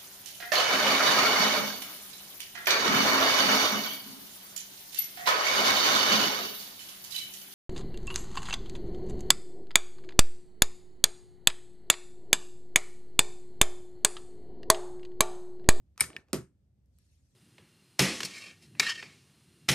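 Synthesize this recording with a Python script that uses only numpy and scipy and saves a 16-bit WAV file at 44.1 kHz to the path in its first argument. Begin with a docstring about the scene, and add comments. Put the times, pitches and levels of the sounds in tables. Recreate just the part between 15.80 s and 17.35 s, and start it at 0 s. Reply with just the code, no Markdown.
"""Toy gun and plastic plate

A plastic toy gun close to the microphone creaks, releases and snaps as it fires a rubber band. The band
slaps a small plastic plate, which rocks, scrapes, tips and clacks flat on a hollow table top; a sleeve
brushes at the end. Every contact is a chattering push into decaying modes, plus a noise crack and a
fresh noise tail for the small room. Scrape and sleeve are patchy noise; the low hum is swaying noise."""
import sys
import numpy as np
from scipy import signal
from scipy.fft import rfft, irfft, next_fast_len
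from scipy.io import wavfile
from scipy.ndimage import uniform_filter1d, map_coordinates

SR = 44100
rng = np.random.default_rng(int(sys.argv[2]) if len(sys.argv) > 2 else 0)


def natural_amplitude(level_db):
    """Convert a level in decibels to a linear amplitude factor, elementwise."""
    exponent = np.asarray(level_db, float) / 20
    return 10 ** exponent


def inscribe(sig):
    """Save sig as 16-bit PCM at rate SR to the path in sys.argv[1].

    A 1-D sig is mono; a 2-D sig holds one channel per row.
    Samples are clipped to [-1, 1] before scaling.
    """
    pcm = np.round(np.clip(np.atleast_2d(sig).T, -1, 1) * 32767)
    wavfile.write(sys.argv[1], SR, pcm.astype(np.int16))


N = 68355  # length in samples

# The low room rumble and hiss. Each row: frequency in Hz, relative density in dB per Hz.
HUM_COLOUR = [(15, -42.5), (25, -22.5), (39, -10), (64, 3.5), (102, -6), (161, -12), (439, -32.5),
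              (575, -34), (911, -44.5), (1160, -47.5), (16000, -55)]
# Stereo width of the hum. Each row: frequency in Hz, left-right likeness (1 = mono).
HUM_LIKENESS = [(60, 1), (240, 0.81), (950, 0.1), (3770, 0.062), (15000, 0.091)]
HUM_DB, SWAY_DB = -63, 1.5  # level, and depth of its slow wander

# How fast the room dies. Each row: frequency in Hz, t60 in seconds.
ROOM_DECAY = [(200, .28), (530, 0.15), (1400, 0.23), (3700, 0.18), (9700, .21), (14000, .12)]
# Tone of the room. Each row: frequency in Hz, gain in dB.
ROOM_TONE = [(200, -0.5), (1000, 6), (2300, 0.5), (4000, -2.5), (5300, 1), (6800, -1), (9000, 1),
             (12200, 7), (12900, -26)]
# Stereo width of the room. Each row: frequency in Hz, left-right likeness (1 = mono).
ROOM_LIKENESS = [(60, 1), (200, .9), (1000, 0.75), (5000, .4)]
ROOM_SWELL_S = 0.0023  # time constant of the room's onset
RING_IN_ROOM_DB = -13  # the ringing beams less into the room than the crack

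# The sleeve's strokes. Each row: time in seconds, level in dB.
SLEEVE_LEVEL = [(1.019, -106), (1.1, -93), (1.18, -82), (1.22, -78), (1.36, -78.5), (1.44, -82.5),
                (1.55, -80.5)]
# Tone of the cloth. Each row: frequency in Hz, relative density in dB per Hz.
CLOTH_COLOUR = [(600, -43), (1000, -8.5), (2200, -5), (3500, -4), (5500, 0.5), (7500, -2.5), (9500, -2.5),
                (11500, -4.5), (13000, -21)]
# The plate's edge dragging. Each row: time in seconds, level in dB.
SCRAPE_LEVEL = [(.24, -70.5), (.29, -60), (.35, -57), (.4, -60.5), (.46, -82.5), (.5, -67.5), (.528, -75.5),
                (.535, -100)]
# Tone of the dragging edge. Each row: frequency in Hz, relative density in dB per Hz.
EDGE_COLOUR = [(80, -30), (150, -2.5), (400, 4.5), (1000, -7.5), (2300, -16), (5300, -20.5), (9000, -30),
               (13000, -49.5)]

# In all contact tables, thinness is twice the corner of the four bass cuts.
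# Thumps into the table top. Each row: start in seconds, level in dB, push decay in seconds,
# brightness in Hz, thinness in Hz.
TABLE_THUMPS = [(.213, -51, 0.00014, 1550, 756), (.213, -41, 0.0015, 110, 170.9),
                (.24, -61.5, 0.0011, 405, 97.2), (.3645, -65, .002, 502, 100.2),
                (.5325, -42, 0.00041, 899.7, 149.3), (.5358, -43.5, 0.0012, 600, 120.4),
                (.543, -45.5, 0.00058, 504.7, 198), (.565, -58.5, 0.004, 407, 102),
                (.58, -55.5, 0.00067, 404, 104.5), (.61, -68.5, .003, 306, 71.6)]
# Modes of the hollow table top. Each row: frequency in Hz, level in dB, t60 in seconds.
TABLE_MODES = [(77, -13.5, 0.24), (130.5, -4, 0.055), (155.23, -6, 0.12), (215, -3, 0.03), (250, -9, .07),
               (321, 3.5, 0.039), (380.6, 5.5, .055), (522, 0, 0.066), (630, -6.5, .08),
               (930, -16.5, 0.015), (1100, -19.5, .03)]
# The plate landing flat and bouncing. 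Each row: start in seconds, level in dB, chatter decay in seconds,
# brightness in Hz, thinness in Hz.
PLATE_CLACKS = [(.5312, -19, .0006, 15100, 600), (.5335, -29, .002, 9000, 880),
                (.543, -31.5, .002, 14000, 4170), (.563, -39.5, 0.0031, 3970, 956)]
# Modes of the plate lying flat. Each row: frequency in Hz, level in dB, t60 in seconds.
FLAT_PLATE_MODES = [(1080, -9.5, 0.023), (1400, -5.5, 0.0067), (1917, -5, 0.0091), (3000, -7, 0.0057),
                    (4180, -13.5, 0.0088), (5070, -8, 0.024), (6000, -7.5, .01), (7240, -6, 0.0072),
                    (8900, 1.5, 0.0081), (9714, -9.5, 0.004), (10660, -9, 0.024), (12070, -19, .01)]
# Contacts of the plate. Each row: start in seconds, level in dB, chatter decay in seconds,
# brightness in Hz, thinness in Hz.
PLATE_CONTACTS = [(.2147, -28, 0.00082, 8983, 900), (.239, -28.5, 0.0012, 2500, 1400),
                  (.303, -47.5, 0.0015, 3880, 686), (.3313, -47.5, 0.0011, 3000, 1480),
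                  (.3652, -24.5, 0.002, 6000, 2200), (.402, -68.5, .002, 3880, 900)]
# Modes of the plate before it lies flat. Each row: frequency in Hz, level in dB, t60 in seconds.
PLATE_MODES = [(1130, -22.5, 0.011), (1300, -6, .015), (1807, -5.5, 0.041), (2410, 9, 0.0052),
               (2918, -4.5, 0.024), (3343, -11.5, .007), (4556, -11.5, 0.004), (5340, -14, .012),
               (6400, -19, 0.03), (9200, -11, .012), (11160, -10.5, .008)]
# Dry ticks of plastic parts under the hand. Each row: start in seconds, level in dB,
# chatter decay in seconds, brightness in Hz, thinness in Hz.
PART_TICKS = [(.160, -56, .003, 2500, 907.5), (.1755, -51.5, 0.0017, 3000, 1500),
              (.178, -32.5, .001, 9700, 500), (.192, -49, .004, 9600, 900), (.485, -57, .0015, 6000, 696),
              (1.059, -66, 0.0012, 14000, 6000), (1.1865, -51, .001, 11200, 3530)]
# Modes of those small parts. 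Each row: frequency in Hz, level in dB, t60 in seconds.
PART_MODES = [(1300, -9.5, 0.012), (2500, -10.5, 0.012), (5800, -11, 0.0062), (9000, -6.5, .004),
              (11200, -1, .004)]
# Contacts inside the gun. Each row: start in seconds, level in dB, chatter decay in seconds,
# brightness in Hz, thinness in Hz.
GUN_CONTACTS = [(.198, -32.5, 0.0034, 3000, 900), (.2015, -39, 0.0067, 14000, 1500),
                (.2072, -15.5, .0008, 16000, 3000), (.2085, -19, 0.003, 12300, 1500),
                (.2098, -20.5, 0.0012, 5000, 1975), (.2128, -26, .0012, 12050, 4970),
                (.2205, -29.5, 0.0023, 11030, 7047)]
# Modes of the gun's plastic body. Each row: frequency in Hz, level in dB, t60 in seconds.
GUN_MODES = [(1000, -34, 0.0075), (1400, -19.5, .015), (1840, -18, 0.012), (2300, -1, 0.029),
             (3350, -26, 0.012), (3940, -13.5, 0.026), (5280, -3, 0.012), (7260, -13, .015),
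             (8183, -9.5, 0.011), (8160, -3.5, 0.0064), (9050, 8, 0.013), (9900, -2, 0.021),
             (10704, 0, .015), (11550, -8, 0.017), (12930, -4.5, 0.0069)]

# Level between the microphone's two ports. Each row: frequency in Hz, left minus right in dB.
PORT_LEVEL = [(100, -1), (500, -2), (2000, -0.5), (5000, 3), (9000, 0.2)]
# Phase between the ports. Each row: frequency in Hz, radians by which left leads.
PORT_PHASE = [(200, .2), (1000, .3), (1890, .3), (2600, 1.1), (7900, 1.05)]
MERGE_HZ, MERGE_SHARE = 7900, .85  # above it, this share of both sides comes from the left signal
TREBLE_LAG_S = .000283  # above MERGE_HZ the left side comes late
LOW_CUT_HZ, TOP_HZ, TOP_DB = 93, 12900, -18  # the microphone's bass cut and treble step


def unit(x):
    """Scale to rms 1."""
    return x / np.sqrt(np.mean(x ** 2) + 1e-20)


def along(points, hz):
    """Read a curve of (Hz, value) points on a log frequency axis."""
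    f, value = np.transpose(points)
    return np.interp(np.log(hz + 1), np.log(f + 1), value)


def filtered(x, response):
    """Filter x by a complex response of frequency."""
    size = next_fast_len(x.shape[-1] + SR // 2)
    spectrum = rfft(x, size) * response(np.fft.rfftfreq(size, 1 / SR))
    return irfft(spectrum, size)[..., :x.shape[-1]]


def spread(pair, colour, likeness):
    """Colour two unrelated noises and mix them as mid and side to a given left-right likeness."""
    def response(hz):
        angle = np.arccos(np.clip(along(likeness, hz), -1, 1)) / 2
        return natural_amplitude(along(colour, hz)) * [np.cos(angle), np.sin(angle)]

    mid, side = filtered(pair, response)
    return np.array([mid + side, mid - side])


def hum():
    """Low room rumble with a faint hiss above: coloured noise whose level wanders slowly."""
    sway = map_coordinates(rng.standard_normal(30), [np.arange(N) * 12 / SR])  # 12 random points a second
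    noise = unit(spread(rng.standard_normal((2, N)), HUM_COLOUR, HUM_LIKENESS))
    return natural_amplitude(HUM_DB + SWAY_DB * sway) * noise


def room_tail():
    """A new stereo room answer: noise that swells in, each frequency dying at its own speed."""
    hz, t, z = signal.stft(rng.standard_normal((2, SR // 3)), SR, nperseg=256)
    decay = natural_amplitude(-60 * t / along(ROOM_DECAY, hz)[:, None])
    noise = signal.istft(z * decay, SR, nperseg=256)[1]
    noise = noise * (1 - np.exp(-np.arange(noise.shape[1]) / SR / ROOM_SWELL_S))
    return spread(noise / np.linalg.norm(noise[0]), ROOM_TONE, ROOM_LIKENESS)


def rub(levels, colour, likeness, patchy_db):
    """Friction: noise made patchy in time and frequency, under a level curve."""
    s, db = np.transpose(levels)
    z = signal.stft(rng.standard_normal((2, N)), nperseg=512)[2]
    patches = uniform_filter1d(rng.standard_normal(z.shape[1:]), 6, 0)
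    patches = unit(uniform_filter1d(patches, 4, 1))
    pair = signal.istft(z * natural_amplitude(patchy_db * patches), nperseg=512)[1][:, :N]
    level = natural_amplitude(np.interp(np.arange(N) / SR, s, db, left=-140))
    return level * unit(spread(pair, colour, likeness))


def sleeve():
    """Cloth brushes over the table as the arm draws back: wide, bright friction noise."""
    return rub(SLEEVE_LEVEL, CLOTH_COLOUR, [(1000, .15)], patchy_db=3.0)


def scrape():
    """The edge of the plate drags on the table while it tips over: low friction noise."""
    return rub(SCRAPE_LEVEL, EDGE_COLOUR, [(300, .85), (3000, .6)], patchy_db=3.5)


def struck(hits, modes, wet_db, crack_db, chatter=.45, soft=False):
    """Each contact is a push with some chatter that rings the modes, cracks, and wakes the room."""
    out = np.zeros((2, N + SR))
    t = np.arange(SR // 4) / SR
    click = t == 0
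    ring = sum(natural_amplitude(level - 60 * t / t60) * np.sin(2 * np.pi * hz * t) for hz, level, t60 in modes)
    for start_s, db, length_s, bright_hz, thin_hz in hits:
        fade = np.exp(-t / max(length_s, 1e-4))
        size = np.linalg.norm(fade)
        # a soft push fades out, a hard one is a single click
        blow = fade if soft else size * click
        push = (1 - chatter) * blow + chatter * fade * rng.standard_normal(len(t))
        rung = signal.fftconvolve(ring, push / np.linalg.norm(push))[:len(t)]
        crack = natural_amplitude(crack_db) * fade * rng.standard_normal(len(t)) / size
        # the room gets a quieter ring, and the crack as one click
        to_room = natural_amplitude(RING_IN_ROOM_DB) * rung + natural_amplitude(crack_db) * click

        def tone(hz):
            bass_cut = 1j * hz / (thin_hz / 2 + 1j * hz)
            return (bass_cut ** 2 / (1 + 1j * hz / bright_hz)) ** 2

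        direct, sent = natural_amplitude(db) * filtered(np.array([rung + crack, to_room]), tone)
        wet = natural_amplitude(wet_db) * signal.fftconvolve(sent[None], room_tail(), axes=1)
        at = round(start_s * SR)
        out[:, at:at + len(direct)] += direct
        out[:, at:at + wet.shape[1]] += wet
    return out[:, :N]


def table_thumps():
    """Soft pushes set the low modes of the hollow table top ringing."""
    return struck(TABLE_THUMPS, TABLE_MODES, wet_db=7.5, crack_db=-45.5, chatter=0.066, soft=True)


def part_ticks():
    """Small plastic parts tick under the hand, with short bright modes."""
    return struck(PART_TICKS, PART_MODES, wet_db=-6, crack_db=11)


def plate_clacks():
    """The plate lands flat and bounces: strong cracks over heavily damped modes."""
    return struck(PLATE_CLACKS, FLAT_PLATE_MODES, wet_db=-4.5, crack_db=16.23)


def plate_contacts():
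    """The band slaps the plate, which rocks: hard contacts ring its own modes."""
    return struck(PLATE_CONTACTS, PLATE_MODES, wet_db=-8.5, crack_db=5)


def gun():
    """The gun releases and snaps: a quick run of hard contacts in its bright plastic body."""
    return struck(GUN_CONTACTS, GUN_MODES, wet_db=-4, crack_db=14.5)


def scene():
    """All sources in the room."""
    contacts = gun() + part_ticks() + plate_contacts() + plate_clacks() + table_thumps()
    return contacts + scrape() + hum() + sleeve()


def top_cut(x):
    """Nothing passes above the cut-off."""
    return signal.sosfilt(signal.butter(12, 16640, fs=SR, output="sos"), x)


def record(dry):
    """Two ports that differ in level and phase; in the high treble both sides mostly share one signal."""
    def share(hz):
        return MERGE_SHARE / (1 + (MERGE_HZ / (hz + 1)) ** 20)

    side = np.array([[.5], [-.5]])  # half of each difference goes to each port

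    def port(hz):
        lead = along(PORT_PHASE, hz) - 2 * np.pi * TREBLE_LAG_S * np.maximum(hz - MERGE_HZ, 0)
        return natural_amplitude(side * along(PORT_LEVEL, hz)) * np.exp(1j * side * lead)

    def microphone(hz):
        treble_step = natural_amplitude(TOP_DB / (1 + (TOP_HZ / (hz + 1)) ** 40))
        return treble_step * 1j * hz / (LOW_CUT_HZ + 1j * hz)

    merged = filtered(dry, lambda hz: 1 - share(hz)) + filtered(dry[0], share)
    ports = filtered(merged, port)
    mix = filtered(ports, microphone)
    return top_cut(mix)


dry = scene()
out = record(dry)
inscribe(out)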